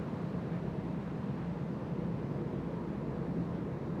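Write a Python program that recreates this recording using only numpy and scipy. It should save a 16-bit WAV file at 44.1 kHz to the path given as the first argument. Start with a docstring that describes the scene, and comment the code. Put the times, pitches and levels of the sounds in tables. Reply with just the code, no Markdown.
"""A water cannon on the deck of a fire boat throws a steady jet over open water.
The churning jet rushes, spits now and then, and sheds a fine spray of hissing droplets.
Below deck the pump's diesel throbs and beats against the hum of a second, faster machine,
and the machinery makes the hull rumble. As the listener steps slowly back from the nozzle,
the spray fades and a boom from the deckhouse swells."""
import sys
import numpy as np
from scipy import signal
from scipy.fft import rfft, irfft
from scipy.io import wavfile
from scipy.ndimage import uniform_filter1d

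SR = 44100
rng = np.random.default_rng(int(sys.argv[2]) if len(sys.argv) > 2 else 0)


def int16_out(signal):
    """Quantize to a 16-bit WAV file."""
    q = np.round(np.clip(np.atleast_2d(signal).T, -1, 1) * 32767)
    wavfile.write(sys.argv[1], SR, q.astype(np.int16))


N = 176400
T = np.arange(N) / SR
FREQS_HZ = np.fft.rfftfreq(N, 1 / SR)
DIESEL_CYCLE_HZ, SHAFT_HZ = 9.5, 28.77

# The tone of the jet's rush. Each row: frequency in Hz, relative level in dB.
JET_SPECTRUM = [(100, -17), (400, -1.5), (720, 1), (1020, -1), (1350, -7), (1750, -9.5), (2400, -16.5),
                (3200, -23.5), (4000, -24), (5000, -29), (7000, -35.5), (10000, -42.5), (12500, -46),
                (15500, -54)]
# How loud the rush is. Each row: time in seconds, level in dB.
JET_LEVELS = [(0, -49), (.6, -51), (1.4, -51), (2, -51.5), (2.8, -51.5), (3.4, -51), (4, -51.5)]
# A hollow note in the rush. Each row: time in seconds, level in dB.
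HOLLOW_LEVELS = [(0, -70), (1, -59), (1.6, -65), (2.35, -59), (2.68, -61.5), (2.8, -53), (2.9, -60),
                 (3.02, -61), (3.2, -65), (3.7, -64), (4, -55.5)]
# The tone of the spray's hiss. Each row: frequency in Hz, relative level in dB.
SPRAY_SPECTRUM = [(500, -11.5), (1500, 4.5), (2500, 7.5), (4200, -5), (5500, -12), (10000, -25),
                  (12500, -25), (15500, -34)]
# How loud the spray is. Each row: time in seconds, level in dB.
SPRAY_LEVELS = [(0, -71), (.4, -67), (.7, -67.5), (1.35, -66.5), (1.6, -68.5), (2.2, -68), (2.9, -70),
                (3.3, -75), (4, -77)]
# The diesel's tones. Each row: multiple of its cycle rate, level in dB before the swell.
DIESEL_TONES = [(6, -69.5), (8, -62), (9, -60.5), (10, -57.5), (12, -57), (13, -52), (14, -51), (15, -48),
                (16, -58.5), (17, -52), (18, -48), (19, -54.5), (24, -54.5), (26, -57)]
# The throb swells and fades along the deck. 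Each row: time in seconds, gain in dB.
DIESEL_SWELL = [(0, -2), (1, -2), (1.5, -1.5), (1.9, -1.5), (2.15, 3), (2.5, -2.5), (3.2, -1), (4, -3)]
# Two of the faster machine's hums along the deck. Each row: time in seconds, level in dB.
LOW_HUM_LEVELS = [(0, -38.5), (.3, -54.5), (.45, -47.5), (.95, -42), (1.07, -53), (1.2, -42), (1.5, -42.5),
                  (2, -50.5), (2.9, -52), (3.3, -45), (4, -47)]
HIGH_HUM_LEVELS = [(0, -68), (.7, -62), (1.4, -61), (2, -57), (2.3, -52), (2.52, -49.5), (2.85, -50.5),
                   (3.3, -55), (4, -56)]
# Its other tones. Each row: multiple of its shaft rate, level in dB.
SHAFT_TONES = [(4, -59.5), (5, -59), (7, -48.5), (8, -61.5)]
# The tone of the hull's rumble. Each row: frequency in Hz, relative level in dB.
RUMBLE_SPECTRUM = [(20, -42.5), (36, -29.5), (50, -15), (95, -9), (130, -5.5), (165, -0.5), (210, -3.5),
                   (270, -6.5), (380, -8.5), (490, -9.5), (590, -16.5), (900, -35.5), (2000, -67.5)]
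# How loud the rumble is. Each row: time in seconds, level in dB.
RUMBLE_LEVELS = [(0, -40), (.8, -40.5), (1.4, -43), (2, -40.5), (2.4, -40), (3, -40.5), (3.6, -40.5),
                 (4, -39.5)]
# The boom of the deckhouse. Each row: time in seconds, level in dB.
BOOM_LEVELS = [(0, -58.5), (2.4, -59), (2.9, -57), (3.3, -43), (3.7, -46), (4, -55)]
# Notes at which hull and pump ring. Each row: pitch in Hz, width in Hz, level in dB.
HULL_RINGS = [(51.6, 4.9, -71), (60, 2.2, -58), (171.2, 13, -50), (482, 22, -57), (634, 12, -62),
              (2079, 17, -78)]
# Spits of water from the nozzle. Each row: time of the peak in seconds,
# rough half length in seconds, pitch in Hz, width in Hz, peak level in dB.
NOZZLE_SPITS = [(.15, .035, 1200, 800, -64), (0.273, .09, 4170, 1200, -78), (0.42, .03, 1400, 1200, -64),
                (.55, 0.036, 1800, 1200, -61.5), (1.39, 0.067, 1400, 1200, -64),
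                (2.563, 0.029, 3100, 1200, -73), (3.56, 0.018, 3200, 1200, -67.5)]


def amp(db):
    """Turns decibels into a number to multiply by."""
    return 10 ** (np.asarray(db) / 20)


def unit(x):
    """Scales a signal to an average strength (rms) of one."""
    return x / np.sqrt(np.mean(x ** 2) + 1e-20)


def curve(points):
    """Joins (time, value) points with straight lines."""
    return np.interp(T, *np.transpose(points))


def colour(x, spectrum):
    """Shapes a sound's bass and treble by (Hz, dB) points, then scales it to strength one."""
    hz, db = np.transpose(spectrum)
    gain = amp(np.interp(np.log(FREQS_HZ + 1), np.log(hz), db))
    return unit(irfft(rfft(x) * gain, N))


def wander(rate_hz):
    """A random wobble of strength one, moving no faster than about the given rate."""
    noise = rfft(rng.standard_normal(N)) * (FREQS_HZ > 0)
    return unit(irfft(noise / (1 + (FREQS_HZ / rate_hz) ** 4), N))


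def resonance(hz, width_hz):
    """Noise of strength one around a pitch: the narrower it is, the more it rings."""
    noise = rfft(rng.standard_normal(N))
    return unit(irfft(noise / (1 + ((FREQS_HZ - hz) / (width_hz / 2)) ** 2), N))


def turbulence(patchy_db, patch_hz, patch_s):
    """Churning noise: its level drifts in small patches of time and frequency."""
    size, hop = 512, 128
    grid = signal.stft(rng.standard_normal(N), nperseg=size, noverlap=size - hop)[2]
    bands = max(1, round(patch_hz * size / SR))
    frames = max(1, round(patch_s * SR / hop))
    patches = uniform_filter1d(rng.standard_normal(grid.shape), bands, axis=0)
    patches = unit(uniform_filter1d(patches, frames, axis=1))
    return signal.istft(grid * amp(patchy_db * patches), nperseg=size, noverlap=size - hop)[1][:N]


def jet(flutter_db=0.24):
    """Water churns as it leaves the nozzle: a rush, with a hollow note that comes and goes."""
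    rush = colour(turbulence(patchy_db=0.84, patch_hz=500, patch_s=0.1), JET_SPECTRUM)
    hollow = amp(curve(HOLLOW_LEVELS)) * resonance(hz=985, width_hz=230)
    return amp(curve(JET_LEVELS) - flutter_db * wander(9.8)) * rush + hollow


def spray(drops_per_s=5000, surge_db=0.6):
    """Droplets tear off the jet in surges; their tiny clicks blur into a hiss."""
    sizes = amp(np.minimum(rng.exponential(1, N), 3.5))
    signs = rng.choice([-1., 1.], N)
    clicks = sizes * signs * (rng.random(N) < drops_per_s / SR)
    return amp(curve(SPRAY_LEVELS) + surge_db * wander(9.3)) * colour(clicks, SPRAY_SPECTRUM)


def machine(rate_hz, tones, waver_db, drift=0.0014):
    """A slightly unsteady rotation makes wavering tones at multiples of its rate."""
    turns = np.cumsum(rate_hz * (1 + drift * wander(1.0))) / SR
    sound = np.zeros(N)
    for multiple, db in tones:
        peak = np.sqrt(2) * amp(db + waver_db * wander(3.4))
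        sound += peak * np.sin(2 * np.pi * (multiple * turns + rng.random()))
    return sound


def diesel():
    """The pump's engine repeats its cycle below deck, making a low throb."""
    return amp(curve(DIESEL_SWELL)) * machine(DIESEL_CYCLE_HZ, DIESEL_TONES, waver_db=2.0)


def rough_tone(hz, roughness, shake_hz=16):
    """A tone of strength one that shakes in loudness (real part) and timing (imaginary part)."""
    shake = 1 + roughness * (wander(shake_hz) + 1j * wander(shake_hz))
    tone = np.exp(2j * np.pi * (hz * T + rng.random()))
    return unit((shake * tone).real)


def hum():
    """The faster machine: a firm hum at 6 pulses a turn, a rough one at 12, and other wavering tones."""
    low = amp(curve(LOW_HUM_LEVELS)) * rough_tone(6 * SHAFT_HZ, roughness=0.095)
    high = amp(curve(HIGH_HUM_LEVELS)) * rough_tone(12 * SHAFT_HZ, roughness=0.29)
    return low + high + machine(SHAFT_HZ, SHAFT_TONES, waver_db=2.7)


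def hull():
    """Shaken by the machinery, the hull rumbles and rings and the deckhouse booms."""
    rumble = amp(curve(RUMBLE_LEVELS)) * colour(rng.standard_normal(N), RUMBLE_SPECTRUM)
    boom = amp(curve(BOOM_LEVELS)) * resonance(hz=265, width_hz=204)
    rings = sum(amp(db) * resonance(hz, width_hz) for hz, width_hz, db in HULL_RINGS)
    return rumble + boom + rings


def spits():
    """Short, soft bursts of hiss where the jet frays."""
    sound = np.zeros(N)
    for peak_s, half_s, hz, width_hz, db in NOZZLE_SPITS:
        swell = np.exp(-0.5 * ((T - peak_s) / half_s) ** 2)
        sound += amp(db) * swell * resonance(hz, width_hz)
    return sound


def scene():
    """Adds the machinery below and the water above into one channel."""
    machinery = diesel() + hum() + hull()
    water = jet() + spray() + spits()
    return (machinery + water)[None]


def record(dry):
    """Cuts away the very highest treble."""
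    edge_hz, fade_hz = 15720, 200
    gain = np.clip((edge_hz - FREQS_HZ) / fade_hz + 0.5, 0, 1)
    return irfft(rfft(dry) * gain, N)


dry = scene()
out = record(dry)
int16_out(out)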